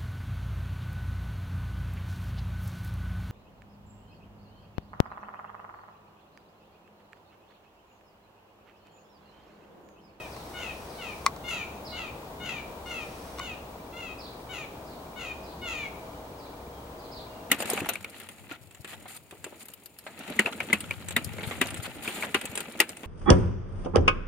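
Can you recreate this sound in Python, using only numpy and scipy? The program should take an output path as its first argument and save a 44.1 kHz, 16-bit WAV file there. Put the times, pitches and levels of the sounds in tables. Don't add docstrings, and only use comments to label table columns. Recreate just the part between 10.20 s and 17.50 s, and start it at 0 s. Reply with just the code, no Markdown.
import sys
import numpy as np
from scipy import signal
from scipy.fft import rfft, irfft, next_fast_len
from scipy.io import wavfile
from scipy.ndimage import uniform_filter1d, map_coordinates

SR = 44100
rng = np.random.default_rng(int(sys.argv[2]) if len(sys.argv) > 2 else 0)


def transcribe(u):
    v = np.clip(np.atleast_2d(u).T, -1, 1)
    q = np.round(v * 32767).astype(np.int16)
    wavfile.write(sys.argv[1], SR, q)


N = 321930

# freq_hz, gain_db
THROAT = [(650, -27), (1400, -2), (1750, -8), (2150, -1.5), (2900, -3.5), (3400, -6.5), (4200, -11),
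          (5100, -19.5), (5900, -19), (6700, -9), (7500, -21.5), (9200, -36.5), (11300, -16), (12800, -53)]


def jay_note(length_s, top_hz, hold_s, end_hz, db, harsh, beak_db, whistle_db=(2, 9, 12),
             swell_s=0.0662, trill_hz=72, flutter_db=2.5, gape_db=10.5, hoarse_db=-12):
    size = int(length_s * SR)
    t, progress = np.arange(size) / SR, np.linspace(0, 1, size)
    fall = np.clip((t - hold_s) / (length_s - hold_s), 0, 1) ** .8
    pitch = top_hz + (end_hz - top_hz) * fall
    slack = np.maximum(1 - t / swell_s, 0)
    pitch *= 1 - 0.0198 * slack ** 2 + 0.00794 * wobble(30.17, size)
    level_db = db - 5 * slack - 2 * (t / length_s) ** 4
    rough = harsh * np.interp(progress, [.15, .29, .48, .62, 1], [.22, 1, 1, .55, .55])
    beat = turns(trill_hz * (1 + 0.2065 * wobble(40.6, size)))
    trill = np.sin(beat) + np.sin(2 * beat) / 3
    pitch *= 1 + rough * (.042 * trill + .017 * wobble(100, size) + .007 * wobble(900, size))
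    order = np.arange(1, 22)[:, None]
    hz, phase = order * pitch, turns(pitch)
    push_db = 0.31 * (np.maximum(level_db, -48) + 38.5)
    gape = np.interp(progress, [0, .28, .5, 1], [-1.5, 0.33, 0.29, -0.37])
    treble_db = (beak_db + push_db + gape_db * gape) * np.clip(np.log2(hz / 3500), 0, 1.5)
    fourth_db = np.interp(progress, [0, .5, 1], whistle_db) + 0.57 * max(db + 39.5, 0)
    gain = amp(along(THROAT, hz) + fourth_db * (order == 4) + treble_db)
    voice = np.sum(gain * np.sin(order * phase), 0) / np.sqrt(np.sum(gain ** 2, 0) / 2)
    puffs = rng.standard_normal(size) * (1 + np.cos(phase))
    bin_hz = np.fft.rfftfreq(size, 1 / SR)
    hoarse = unit(irfft(rfft(puffs) * amp(along(THROAT, bin_hz)) / (1 + (bin_hz / 5500) ** 4), size))
    gate = np.clip(np.minimum(t, length_s - t) / .016, 0, 1) ** .6
    flutter = flutter_db * rough * (wobble(252, size) - np.cos(beat))
    return (voice + amp(hoarse_db) * rough * hoarse) * gate * amp(level_db + flutter)


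# start_s, length_s, top_hz, hold_s, end_hz, level_db, harshness, beak_db
SCREAMS = [ (-0.1, 0.18, 714, 0.038, 579, -47, 0.35, -8), (0.335, 0.2, 728.6, 0.08, 595, -41.5, 1, -1),
           (0.778, 0.17, 760, .022, 563, -43, 0.84, -4), (1.237, 0.21, 711, 0.06, 574.6, -36, 0.8, 1),
           (1.716, 0.18, 728, .06, 579.6, -41, 0.92, -3.5),
           (2.197, 0.22, 725.5, 0.058, 566.5, -40, 0.96, -1.5),
           (2.654, .2, 721, 0.041, 593, -41, 0.63, -1.5), (3.172, 0.18, 726, 0.083, 599, -42, 0.69, -0.5),
           (3.723, 0.22, 695.7, .09, 612.5, -44.5, 0.6, -2), (4.287, 0.17, 756, 0.026, 560, -42, 0.9, 2),
           (4.957, .18, 735, 0.03, 588, -41, 0.87, -1), (5.414, .26, 738.5, .026, 548, -37.5, 0.64, -2), ]


def jays():
    direct, echo = np.zeros(N), np.zeros((2, N))
    for start_s, *shape in SCREAMS:
        note = jay_note(*shape)
        add(direct, start_s, note)
        add(echo, start_s, scatter(note, near_db=-9, near_t60_s=.13, far_db=-11))
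    return placed(direct, left_db=4, lag_s=.00003) + echo * amp([[1], [-1]])


# start_s, top_hz, level_db
ANSWERS = [(5.83, 790, -65), (6.5, 823, -61.5), (7.08, 715, -58)]


def far_jay(length_s=.16, hold_s=0.048, fall_ratio=.93):
    track = np.zeros(N)
    for start_s, top_hz, db in ANSWERS:
        note = jay_note(length_s, top_hz, hold_s, fall_ratio * top_hz, db,
                        harsh=.5, beak_db=-12, whistle_db=(15, 15, 15))
        add(track, start_s, note)
    return scatter(track, near_db=-7.5, near_t60_s=0.16, far_db=-18)


# start_s, level_db, direct_gain_db
PHRASES = [(.112, -51, -12), (.684, -52, -16), (1.646, -41.5, -9), (3.984, -44.5, -7), (4.655, -54, -14),
           (5.228, -51.5, -18), (6.175, -53, -18), (6.779, -53, -18), (6.911, -45, -6)]
# delay_s, length_s, top_hz, end_hz, gain_db
SLURS = [(0, .045, 5300, 3550, -0.5), (0.047, .042, 4726, 3106, 0), (0.109, .018, 4485, 3370, -9)]


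def small_bird(rise_share=0.253, detune=0.0153, twitter=.018):
    track, direct = np.zeros(N), np.zeros(N)
    for start_s, db, direct_db in PHRASES:
        for delay_s, length_s, top_hz, end_hz, slur_db in SLURS:
            progress = np.linspace(0, 1, int(length_s * SR))
            pitch = np.interp(progress, [0, rise_share, 1], [(top_hz + end_hz) / 2, top_hz, end_hz])
            pitch *= 1 + detune * rng.standard_normal() + twitter * wobble(250, len(progress))
            envelope = np.sqrt(np.abs(np.sin(np.pi * progress)))
            whistle = amp(db + slur_db) * envelope * np.sin(turns(pitch))
            add(track, start_s + delay_s, whistle)
            add(direct, start_s + delay_s, amp(direct_db) * whistle)
    return placed(direct, left_db=-7, lag_s=0) + scatter(track, near_db=-9, near_t60_s=.2, far_db=-8)


# start_s, level_db, low_mode_gain_db
CLICKS = [(.165, -31, -3), (1.0633, -1, -2), (1.163, -29, -7), (2.661, -34, -3), (3.185, -25, -3),
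          (3.194, -19, -18), (3.198, -27, 7)]
# freq_hz, gain_db, t60_s
CASE_MODES = [(1111, -4.5, 0.032), (1227, -10, 0.02), (2077, -12.5, 0.024), (2310, -11, 0.016),
              (4000, -1, 0.003), (4340, -13.5, 0.0081), (5630, -2, 0.004), (7030, -23.5, 0.021),
              (7910, -17.5, 0.01), (10940, -17.5, 0.0058), (13600, -27, .006)]


def zoom_clicks(snap_db=-14, snap_t60_s=0.015, attack_s=0.00057, slip_db=-23, slip_lead_s=.0035):
    track, t = np.zeros((2, N)), np.arange(SR // 10) / SR
    skew_rad = np.array([[1], [0]])
    for start_s, db, low_db in CLICKS:
        ring = sum(amp(mode_db + low_db * (hz < 3000) - 60 * t / t60_s)
                   * np.sin(2 * np.pi * hz * t + skew_rad) for hz, mode_db, t60_s in CASE_MODES)
        noise = np.diff(uniform_filter1d(rng.standard_normal((2, len(t) + 1)), size=3))
        snap = amp(snap_db - 60 * t / snap_t60_s) * noise
        click = amp(db) * (ring + snap) * (1 - np.exp(-t / attack_s))
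        add(track, start_s - slip_lead_s, amp(slip_db) * click)
        add(track, start_s, click)
    track = filtered(track, lambda hz: hz ** 4 / (hz ** 4 + 550 ** 4))
    echo = scatter(track.mean(0), near_db=-8, near_t60_s=0.082, far_db=-52)
    return track * amp([[1.5], [-1.5]]) + echo


# start_s, stop_s
MOTOR_RUNS = [(-.1, 1.06), (2.66, 3.2)]
# freq_hz, gain_db
MOTOR_SPECTRUM = [(900, -0.5), (1300, 3), (2000, 3.5), (3500, -1.5), (4700, 0.5), (5700, 2.5), (7500, -9),
                  (8200, 1), (9500, -9.5), (11000, -1), (12000, -6), (15000, -26)]


def zoom_motor(level_db=-54, ramp_s=0.0059):
    t = np.arange(N) / SR
    running = sum(np.clip(np.minimum(t - start, stop - t) / ramp_s, 0, 1) for start, stop in MOTOR_RUNS)
    noise = rng.standard_normal(N) + 1.46 * rng.standard_normal((2, N))
    hiss = filtered(noise, lambda hz: amp(along(MOTOR_SPECTRUM, hz)) * (hz > 500))
    return amp(level_db) * running * unit(hiss)


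def focus_ticks(rate_hz=15, max_db=-52, ring_hz=2350, t60_s=0.058):
    step, since_s = np.divmod(np.arange(N) / SR, 1 / rate_hz)
    strength = rng.random(N // 1000)[step.astype(int)]
    return strength * amp(max_db - 60 * since_s / t60_s) * np.sin(2 * np.pi * ring_hz * since_s)


def whine(pitch_hz=15734, level_db=-64):
    return amp(level_db) * np.sin(2 * np.pi * pitch_hz * np.arange(N) / SR)


# freq_hz, gain_db
RUMBLE_SPECTRUM = [(12, -63), (20, -15.5), (59, -6.5), (274, -8), (342, -8), (465, -7.5), (565, -8.5),
                   (649, -7.5), (958, -9.5), (1770, -24), (2760, -26), (3850, -27), (5090, -31),
                   (12100, -37), (15500, -35)]
# time_s, level_db
RUMBLE_LEVEL = [(0.0, -44.5), (0.45, -43.5), (3.01, -43.5), (3.74, -45), (5.47, -44.5), (5.79, -44),
                (6.2, -45.5), (7.3, -45)]
# freq_hz, correlation
RUMBLE_CORRELATION = [(60, 1.0), (150, 0.96), (380, 0.9), (950, 0.49), (2380, -0.42), (5980, 0.071),
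                      (15000, 1)]
# freq_hz, left_minus_right_db
RUMBLE_LEAN = [(130, 0), (350, 1.8), (900, 3.3), (3500, 0)]


def rumble(gain_db=1.5):
    def mid_side(hz):
        angle = np.arccos(np.clip(along(RUMBLE_CORRELATION, hz), -1, 1)) / 2
        return amp(along(RUMBLE_SPECTRUM, hz)) * [np.cos(angle), np.sin(angle)]

    mid, side = filtered(rng.standard_normal((2, N)), mid_side)
    air = np.array([mid + side, mid - side])
    air = filtered(air, lambda hz: amp(along(RUMBLE_LEAN, hz) * np.array([[.5], [-.5]])))
    level_db = np.interp(np.arange(N) / SR, *np.transpose(RUMBLE_LEVEL))
    return unit(air) * amp(level_db + gain_db)


# freq_hz, level_db, pickup_change_db
HUM_TONES = [(65.3, -51.5, 2), (120, -74, -10), (285, -59, 1), (475.6, -57, 3.5), (638, -55.5, 5.5)]


def machine_hum(pickup_s=4.75):
    load = np.tanh(2 * (np.arange(N) / SR - pickup_s)) / 2
    hum = np.zeros(N)
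    for hz, db, change_db in HUM_TONES:
        level_db = db + change_db * load + 2.5 * wobble(6, N)
        hum += amp(level_db) * np.sin(turns(hz + 3 * wobble(14, N)))
    return hum


# freq_hz, t60_s
TREE_DECAY = [(500, 0.91), (2500, 0.58), (6000, 0.71), (12000, 0.28)]


def scatter(x, near_db, near_t60_s, far_db, loss_db_per_octave=4):
    hz, t, noise = signal.stft(rng.standard_normal((2, SR * 3 // 4)), SR, nperseg=256)
    near = amp(near_db - 60 * t / near_t60_s)
    far = amp(far_db - 60 * t / along(TREE_DECAY, hz)[:, None])
    loss = amp(-loss_db_per_octave * np.log2(np.maximum(hz / 4000, 1)))[:, None]
    tail = signal.istft(noise * (near + far) * loss, SR, nperseg=256)[1] / np.sqrt(SR / 100)
    return signal.fftconvolve(x[None], tail, axes=1)[:, :N]


def placed(x, left_db, lag_s):
    side = np.array([[1], [-1]])
    return filtered(x, lambda hz: amp(side * left_db / 2) * np.exp(-1j * np.pi * side * hz * lag_s))


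def amp(db):
    return 10 ** (np.asarray(db) / 20)


def unit(x):
    return x / np.sqrt(np.mean(x ** 2) + 1e-20)


def along(points, hz):
    knots_hz, values = np.transpose(points)
    return np.interp(np.log(hz + 1), np.log(knots_hz + 1), values)


def wobble(rate_hz, size):
    knots = rng.standard_normal(int(size * rate_hz / SR) + 4)
    return map_coordinates(knots, [np.arange(size) * rate_hz / SR])


def turns(hz):
    return 2 * np.pi * np.cumsum(hz) / SR


def filtered(x, response):
    size = next_fast_len(N + SR // 2)
    return irfft(rfft(x, size) * response(np.fft.rfftfreq(size, 1 / SR)), size)[..., :N]


def add(track, start_s, sound):
    start = round(start_s * SR)
    sound = sound[..., max(-start, 0):]
    part = track[..., max(start, 0):][..., :sound.shape[-1]]
    part += sound[..., :part.shape[-1]]


def scene():
    birds = jays() + far_jay() + small_bird()
    camera = zoom_clicks() + zoom_motor() + focus_ticks() + whine()
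    return birds + camera + rumble() + machine_hum()


def record(dry, cutoff_hz=15900):
    return filtered(dry, lambda hz: hz < cutoff_hz)


dry = scene()
out = record(dry)
transcribe(out)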